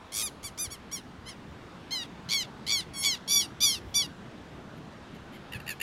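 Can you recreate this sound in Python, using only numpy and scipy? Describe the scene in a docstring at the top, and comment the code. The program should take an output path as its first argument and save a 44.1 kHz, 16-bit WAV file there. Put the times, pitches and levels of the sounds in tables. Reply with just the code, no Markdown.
"""An open beach, where lapwings scold in arched, reedy calls, two birds at times overlapping.
Each call is a stack of harmonics coloured by the throat; many open with a rattle, made by a flutter
of the voice box. At the end one bird swoops close with low, harsh rasps. Surf rumbles and washes
steadily, and light wind brushes a mono microphone with gusts of low noise and small puffs."""
import sys
import numpy as np
from scipy import signal
from scipy.fft import rfft, irfft, next_fast_len
from scipy.io import wavfile
from scipy.ndimage import uniform_filter1d, map_coordinates

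SR = 44100
rng = np.random.default_rng(int(sys.argv[2]) if len(sys.argv) > 2 else 0)


def wav_record(signal):
    """Record a signal, one row per channel, as 16-bit PCM in the file named by sys.argv[1]."""
    frames = np.transpose(np.atleast_2d(signal))
    bounded = np.clip(frames, -1, 1)
    # unit amplitude maps onto the largest positive 16-bit level
    quanta = np.round(bounded * 32767).astype(np.int16)
    wavfile.write(sys.argv[1], SR, quanta)


N = 256662

# How strong the surf is. Each row: time in seconds, rumble level in dB, wash level in dB.
SURF_LEVELS = [(0.0, -59, -51), (0.16, -53, -51), (1.39, -50.5, -51.5), (1.62, -49, -50), (5.4, -48, -50.5),
               (5.82, -51.5, -49.5)]
# The tone colours of breakers, foam and wind. Each row: frequency in Hz, relative level in dB.
RUMBLE_COLOUR = [(60, -39), (120, -4), (175, -1), (260, -5), (380, -9.5), (700, -30.5), (2000, -77)]
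WASH_COLOUR = [(150, -3.5), (420, 0), (900, -0.5), (1500, -4), (2400, -10), (3600, -12), (5000, -19),
               (7000, -24.5), (10000, -32.5), (13000, -39), (15500, -57)]
WIND_COLOUR = [(20, -20), (40, -5), (68, 8), (100, 6), (140, -10), (300, -42.5)]
# Gusts on top of the breeze. Each row: time of the peak in seconds, width in seconds, lift in dB.
WIND_GUSTS = [(1.3, .3, 3), (2.75, 0.16, 2), (3.93, 0.13, 10), (4.3, 0.24, 0), (5.65, 0.11, 4.5)]
# The calls: each scoops up to a crest, then sags. Each row: start in seconds, voice, rise and fall
# lengths in seconds, start, crest and end pitches in Hz, bend (1 sags evenly, higher drops late),
# level in dB, rattle length in seconds, treble tilt in dB per octave.
LAPWING_CALLS = [ (.119, "shrill", 0.057, 0.043, 1062, 1144, 1080, 1.64, -31, 0.088, 1.5),
                 (.165, "shrill", 0.065, 0.052, 1163, 1244, 1090, 3, -31.5, 0.068, 0.5),
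                 (.428, "shrill", 0.027, 0.035, 1002, 1158, 993, 1.8, -37.5, 0.02, -1),
                 (.575, "shrill", 0.035, 0.053, 990, 1221, 1076, 2.7, -32, 0.018, 2),
                 (.701, "shrill", 0.024, 0.029, 960, 1137, 1010, 1.75, -40.5, 0.0078, -1),
                 (.913, "shrill", .028, 0.037, 978, 1152, 1012, 1.5, -34.5, 0.011, 0.5),
                 (.965, "shrill", 0.02, 0.017, 1030, 1057, 934, 1.7, -46, .005, -6.5),
                 (1.254, "shrill", 0.021, 0.024, 900, 1030, 964, 1.5, -45.5, 0, -10),
                 (1.278, "shrill", 0.018, 0.031, 1010, 1105, 950, 0.91, -41.5, 0.0019, -3),
                 (1.907, "round", 0.027, 0.1, 970, 1070, 923, 0.81, -30, 0.0072, -1.5),
                 (2.287, "round", 0.049, 0.094, 1006, 1139, 964, 1.4, -25.5, .06, -1.7),
                 (2.665, "round", 0.055, 0.088, 980, 1152, 977, 1.62, -25, 0.065, -1),
                 (2.935, "shrill", 0.084, 0.06, 1137, 1094, 990, 1.22, -33, 0.0087, -1.5),
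                 (3.027, "round", 0.028, 0.096, 1042, 1141, 940, 1.64, -24, .034, 0),
                 (3.276, "loud", .036, .108, 1080, 1149, 1105, 6.8, -26.5, 0.065, .9),
                 (3.295, "loud", 0.024, 0.092, 1125, 1168, 1070, 3, -26, .025, 1),
                 (3.604, "loud", 0.043, 0.1, 1123, 1204, 1031, 0.56, -20, 0.052, -0.5),
                 (3.618, "loud", 0.04, .06, 1060, 1176, 1110, 1.45, -27.5, 0.026, 5.5),
                 (3.941, "loud", 0.024, .056, 1080, 1168, 1104, 1.6, -23.5, 0.017, -2),
                 (5.517, "rasp", 0.017, 0.034, 894, 910, 840, 0.88, -34.5, .035, 0),
                 (5.597, "rasp", .006, .006, 870, 897, 860, 2, -43, 0.023, 1.5),
                 (5.661, "rasp", 0.035, 0.032, 883, 906, 815, 1.2, -30.5, 0.048, 1.5),
                 (5.796, "rasp", 0.025, .03, 894, 920, 830, 1.5, -27.5, .05, 2.8)]
# The throat colours of the voices. Each row: frequency in Hz, relative level in dB.
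SHRILL_THROAT = [(1150, -15.5), (2300, -10.5), (3450, -7), (4600, -6.5), (5900, -3), (6900, -5),
                 (8000, -11.5), (9200, -4.5), (10500, -4), (11600, -11), (13000, -14), (15000, -26)]
ROUND_THROAT = [(1130, -24), (2260, -8.5), (3400, -4), (4500, 0.5), (5650, -8.5), (6800, -8), (7900, -16),
                (9000, -21.5), (11000, -21), (13000, -21), (15500, -36)]
LOUD_THROAT = [(1150, -25), (2300, -14.5), (3450, -1.5), (4600, -2.5), (5800, -1), (6900, -8),
               (8100, -24.5), (9200, -12.5), (10400, -10), (12500, -15), (15000, -35)]
RASPY_THROAT = [(900, -21), (1800, -1.5), (2700, 2), (3600, -14), (4500, -11), (6200, -28), (7100, -16.5),
                (8100, -42), (9000, -21.5), (12000, -19.5), (15500, -33)]
# Puffs of wind on the microphone. Each row: time in seconds, peak level in dB.
WIND_PUFFS = [(.45, -39.5), (.682, -38), (1.193, -39.5), (3.875, -38.5), (5.559, -34.5)]
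# Short, faint yelps. Each row: start in seconds, length in seconds, level in dB.
FAINT_YELPS = [(1.62, 0.029, -69), (4.757, 0.035, -61), (5.135, 0.04, -57.5), (5.321, 0.061, -52.5)]

SCOOP_POWER, SWELL_POWER = 2.806, 2  # the pitch reaches its crest sooner than the level
FAINT_FOOT_HZ, FAINT_CREST_HZ = 900, 1070
BREEZE_DB = -57.5
TOP_HZ = 15800


def amp(db):
    """Turn decibels into a gain."""
    return 10 ** (np.asarray(db) / 20)


def unit(x):
    """Scale a signal to an average strength (rms) of 1."""
    return x / np.sqrt(np.mean(x ** 2) + 1e-20)


def along(colour, hz):
    """Look up a tone colour's level in dB at any frequency."""
    freqs, levels = np.transpose(colour)
    return np.interp(np.log(hz + 1), np.log(freqs), levels)


def wobble(rate, t):
    """A smooth curve through `rate` random values a second."""
    place = (t - t[0]) * rate
    return map_coordinates(rng.standard_normal(int(place[-1]) + 4), [place + 1], mode="nearest")


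def filtered(x, response):
    """Scale each frequency in x by the gain response(hz)."""
    size = next_fast_len(len(x) + SR // 4)
    return irfft(rfft(x, size) * response(np.fft.rfftfreq(size, 1 / SR)), size)[:len(x)]


def rush(colour, patchy_db):
    """Rushing noise with drifting louder and softer patches."""
    spectra = signal.stft(rng.standard_normal(N), nperseg=1024)[2]
    patches = uniform_filter1d(rng.standard_normal(spectra.shape), size=9, axis=0)  # across frequency
    patches = uniform_filter1d(patches, size=10, axis=1)  # across time
    noise = signal.istft(spectra * amp(patchy_db * unit(patches)), nperseg=1024)[1][:N]
    return unit(filtered(noise, lambda hz: amp(along(colour, hz))))


def surf():
    """Breakers rumble and foam washes up the sand."""
    t = np.arange(N) / SR
    times, rumble_db, wash_db = np.transpose(SURF_LEVELS)
    rumble_gain = amp(np.interp(t, times, rumble_db) + 0.46 * wobble(12, t))
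    rumble = rumble_gain * rush(RUMBLE_COLOUR, patchy_db=1.5)
    wash = amp(np.interp(t, times, wash_db)) * rush(WASH_COLOUR, patchy_db=1.3)
    return rumble + wash


def wind():
    """A breeze buffets the microphone, harder in the gusts."""
    t = np.arange(N) / SR
    gust_db = sum(lift_db * np.exp(-((t - peak) / width) ** 2) for peak, width, lift_db in WIND_GUSTS)
    return amp(BREEZE_DB + gust_db + 1.4 * wobble(16, t)) * rush(WIND_COLOUR, patchy_db=0.5)


def arch(call, swell_db, fade_db, crack, crack_db, tail_s, tail_slide, tail_db):
    """One call's pitch and level: it swells, fades by fade_db per octave of sag, then cracks lower."""
    start, _, rise, fall, start_hz, crest_hz, end_hz, bend, level_db, rattle_s, tilt_db = call
    index = np.arange(int(start * SR), int((start + rise + fall + tail_s) * SR))
    age = index / SR - start
    rise_left = np.clip(1 - age / rise, 0, 1)
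    falling = np.clip((age - rise) / fall, 0, 1)
    cracked = np.clip((age - rise - fall) / 0.00635, 0, 1)
    dying = np.clip((age - rise - fall) / tail_s, 0, 1)
    scoop_hz = crest_hz + (start_hz - crest_hz) * rise_left ** SCOOP_POWER
    sag = 1 + (end_hz / crest_hz - 1) * falling ** bend
    hz = scoop_hz * sag * (1 - crack * cracked - tail_slide * dying)
    db = level_db - swell_db * rise_left ** SWELL_POWER + fade_db * np.log2(sag)
    db -= crack_db * cracked + tail_db * dying
    return index, hz, db, start + rattle_s, tilt_db


def arches(voice, **manner):
    """All the calls of one voice, shaped in its own manner."""
    return [arch(call, **manner) for call in LAPWING_CALLS if call[1] == voice]


def ring_phase(throat, hz):
    """The phase shift of a throat that rings after each pulse (minimum phase)."""
    grid = np.abs(np.fft.fftfreq(SR // 20, 1 / SR))
    lag = -signal.hilbert(np.log(amp(along(throat, grid)))).imag
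    return np.interp(hz, grid[:len(grid) // 2], lag[:len(grid) // 2])


def reed(pitch, effort_db, tilt_db, t, throat, rest_hz, follow, brighten, shimmer_db):
    """Harmonics through a throat that sinks with the pitch and can dull as the effort drops."""
    order = np.arange(1, 21)[:, None]
    throat_hz = order * pitch * (rest_hz / pitch) ** follow
    # the higher the harmonic, the less steady its strength
    shimmer = shimmer_db * np.minimum(order / 10, 1) * np.array([wobble(34.2, t) for _ in order])
    treble_db = (tilt_db + brighten * effort_db) * np.log2(np.clip(throat_hz / 3000, 1, 4))
    gain = amp(along(throat, throat_hz) + treble_db + shimmer) * (order * pitch < SR / 2)
    harmonics = gain * np.cos(2 * np.pi * order * np.cumsum(pitch) / SR + ring_phase(throat, throat_hz))
    return harmonics.sum(axis=0) / np.sqrt((gain ** 2).sum(axis=0) / 2)


def bird(calls, throat, depth, rattle_hz, swing, gap_db, rasp, hiss_db, jitter, fray, **timbre):
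    """One voice: a flutter of the voice box (syrinx) chops tone and breath into rough bursts."""
    out = np.zeros(N + SR)
    for index, hz, db, rattle_end, tilt_db in calls:
        t = index / SR
        effort_db = db - db.max()
        rattle = depth * np.clip((rattle_end - t) / 0.0089, 0, 1)
        shut = np.cos(np.pi * (rattle_hz * (t - t[0]) + 0.025 * wobble(63, t))) ** 2
        # the voice is rough while it rattles, and frays where the effort fails
        rough = rattle + fray * np.clip(-effort_db / 20, 0, 1) ** 2
        waver = (jitter + 0.021 * rough) * wobble(900, t)
        pitch = hz * (1 + swing * rattle * (.25 - shut) + waver)  # each burst arches in pitch
        tone = reed(pitch, effort_db, tilt_db, t, throat, **timbre)
        tone *= amp(-gap_db * rattle * shut ** 3)
        noise = rng.standard_normal(len(t))
        breath = unit(filtered(noise, lambda f: amp(along(throat, f)) * f / (f + 5000)))
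        breath *= (amp(hiss_db) + rasp * rough) * (1 - 0.81 * rattle * shut)
        edges = np.clip(np.minimum(t - t[0], t[-1] - t) / 0.00088, 0, 1)
        out[index] += amp(db) * edges * (tone + breath)
    return out[:N]


def lapwings():
    """A thin shrill voice, a rounder one, a full strident one, low rasps in flight, and faint yelps."""
    calls = arches("shrill", swell_db=15, fade_db=51, crack=.02, crack_db=2,
                   tail_s=.016, tail_slide=0.12, tail_db=13)
    shrill = bird(calls, SHRILL_THROAT, depth=.8, rattle_hz=107.8, swing=0.11, gap_db=12,
                  rasp=0.76, hiss_db=-25, jitter=0.0029, fray=0.43,
                  rest_hz=1130, follow=0.38, brighten=0.67, shimmer_db=6.5)
    calls = arches("round", swell_db=13, fade_db=40.5, crack=.2, crack_db=9,
                   tail_s=0.028, tail_slide=.12, tail_db=6.5)
    rounder = bird(calls, ROUND_THROAT, depth=0.865, rattle_hz=112, swing=0.125, gap_db=13.5,
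                   rasp=0.425, hiss_db=-28, jitter=0.0018, fray=0.65,
                   rest_hz=1181, follow=0.48, brighten=0.029, shimmer_db=5.5)
    calls = arches("loud", swell_db=12, fade_db=56, crack=.07, crack_db=2.5,
                   tail_s=.044, tail_slide=0.1, tail_db=14.5)
    loud = bird(calls, LOUD_THROAT, depth=.23, rattle_hz=111, swing=0.099, gap_db=26,
                rasp=0.99, hiss_db=-34, jitter=0.0017, fray=0.45,
                rest_hz=1180, follow=0.54, brighten=0.25, shimmer_db=3.0)
    calls = arches("rasp", swell_db=19.5, fade_db=72, crack=0.022, crack_db=5,
                   tail_s=0.013, tail_slide=0.045, tail_db=9)
    rasps = bird(calls, RASPY_THROAT, depth=1.0, rattle_hz=76.2, swing=0.05, gap_db=53,
                 rasp=0.15, hiss_db=-18.5, jitter=0.018, fray=1,
                 rest_hz=920, follow=0.36, brighten=0, shimmer_db=5.5)
    calls = [faint_yelp(*row) for row in FAINT_YELPS]
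    faint = bird(calls, RASPY_THROAT, depth=0.59, rattle_hz=113, swing=0.097, gap_db=19,
                 rasp=0.56, hiss_db=-12, jitter=.004, fray=.5,
                 rest_hz=950, follow=.5, brighten=0, shimmer_db=3)
    return shrill + rounder + loud + rasps + faint


def beach_echo(x, sand_db, sand_fade_s, dune_db, dune_fade_s, dune_build_s):
    """Rippled sand scatters the calls at once; the dunes answer later and very faintly."""
    t = np.arange(SR // 2) / SR
    sand = unit(rng.standard_normal(len(t)) * amp(-60 * t / sand_fade_s))
    build_up = np.minimum(t / dune_build_s, 1) ** 2
    dunes = unit(rng.standard_normal(len(t)) * amp(-60 * t / dune_fade_s) * build_up)
    tail = (amp(sand_db) * sand + amp(dune_db) * dunes) / np.sqrt(len(t))
    return x + signal.fftconvolve(x, tail)[:N]


def puffs(puff_hz, width_s):
    """Single swirls of air bump the microphone with a cycle or two of pressure."""
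    t = np.arange(N) / SR
    out = np.zeros(N)
    for peak, db in WIND_PUFFS:
        detune, phase = rng.standard_normal(2)
        swell = np.exp(-((t - peak) / width_s) ** 2)
        out += amp(db) * swell * np.sin(2 * np.pi * (puff_hz * amp(detune) * (t - peak) + phase))
    return out


def faint_yelp(start, length, level_db):
    """A faint yelp is a plain, even arch that rattles throughout."""
    index = np.arange(int(start * SR), int((start + length) * SR))
    off_crest = np.linspace(-1, 1, len(index)) ** 2
    hz = FAINT_CREST_HZ + (FAINT_FOOT_HZ - FAINT_CREST_HZ) * off_crest
    return index, hz, level_db - 9 * off_crest, start + length, 0


def scene():
    """Birds over surf and wind, the same in both channels."""
    birds = beach_echo(lapwings(), sand_db=-12, sand_fade_s=0.093,
                       dune_db=-30.5, dune_fade_s=0.28, dune_build_s=.05)
    mono = birds + surf() + wind() + puffs(puff_hz=84.5, width_s=0.0083)
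    return np.array([mono, mono])


def record(dry):
    """Cut away the highest treble, above TOP_HZ."""
    return np.array([filtered(channel, lambda hz: hz < TOP_HZ) for channel in dry])


dry = scene()
out = record(dry)
wav_record(out)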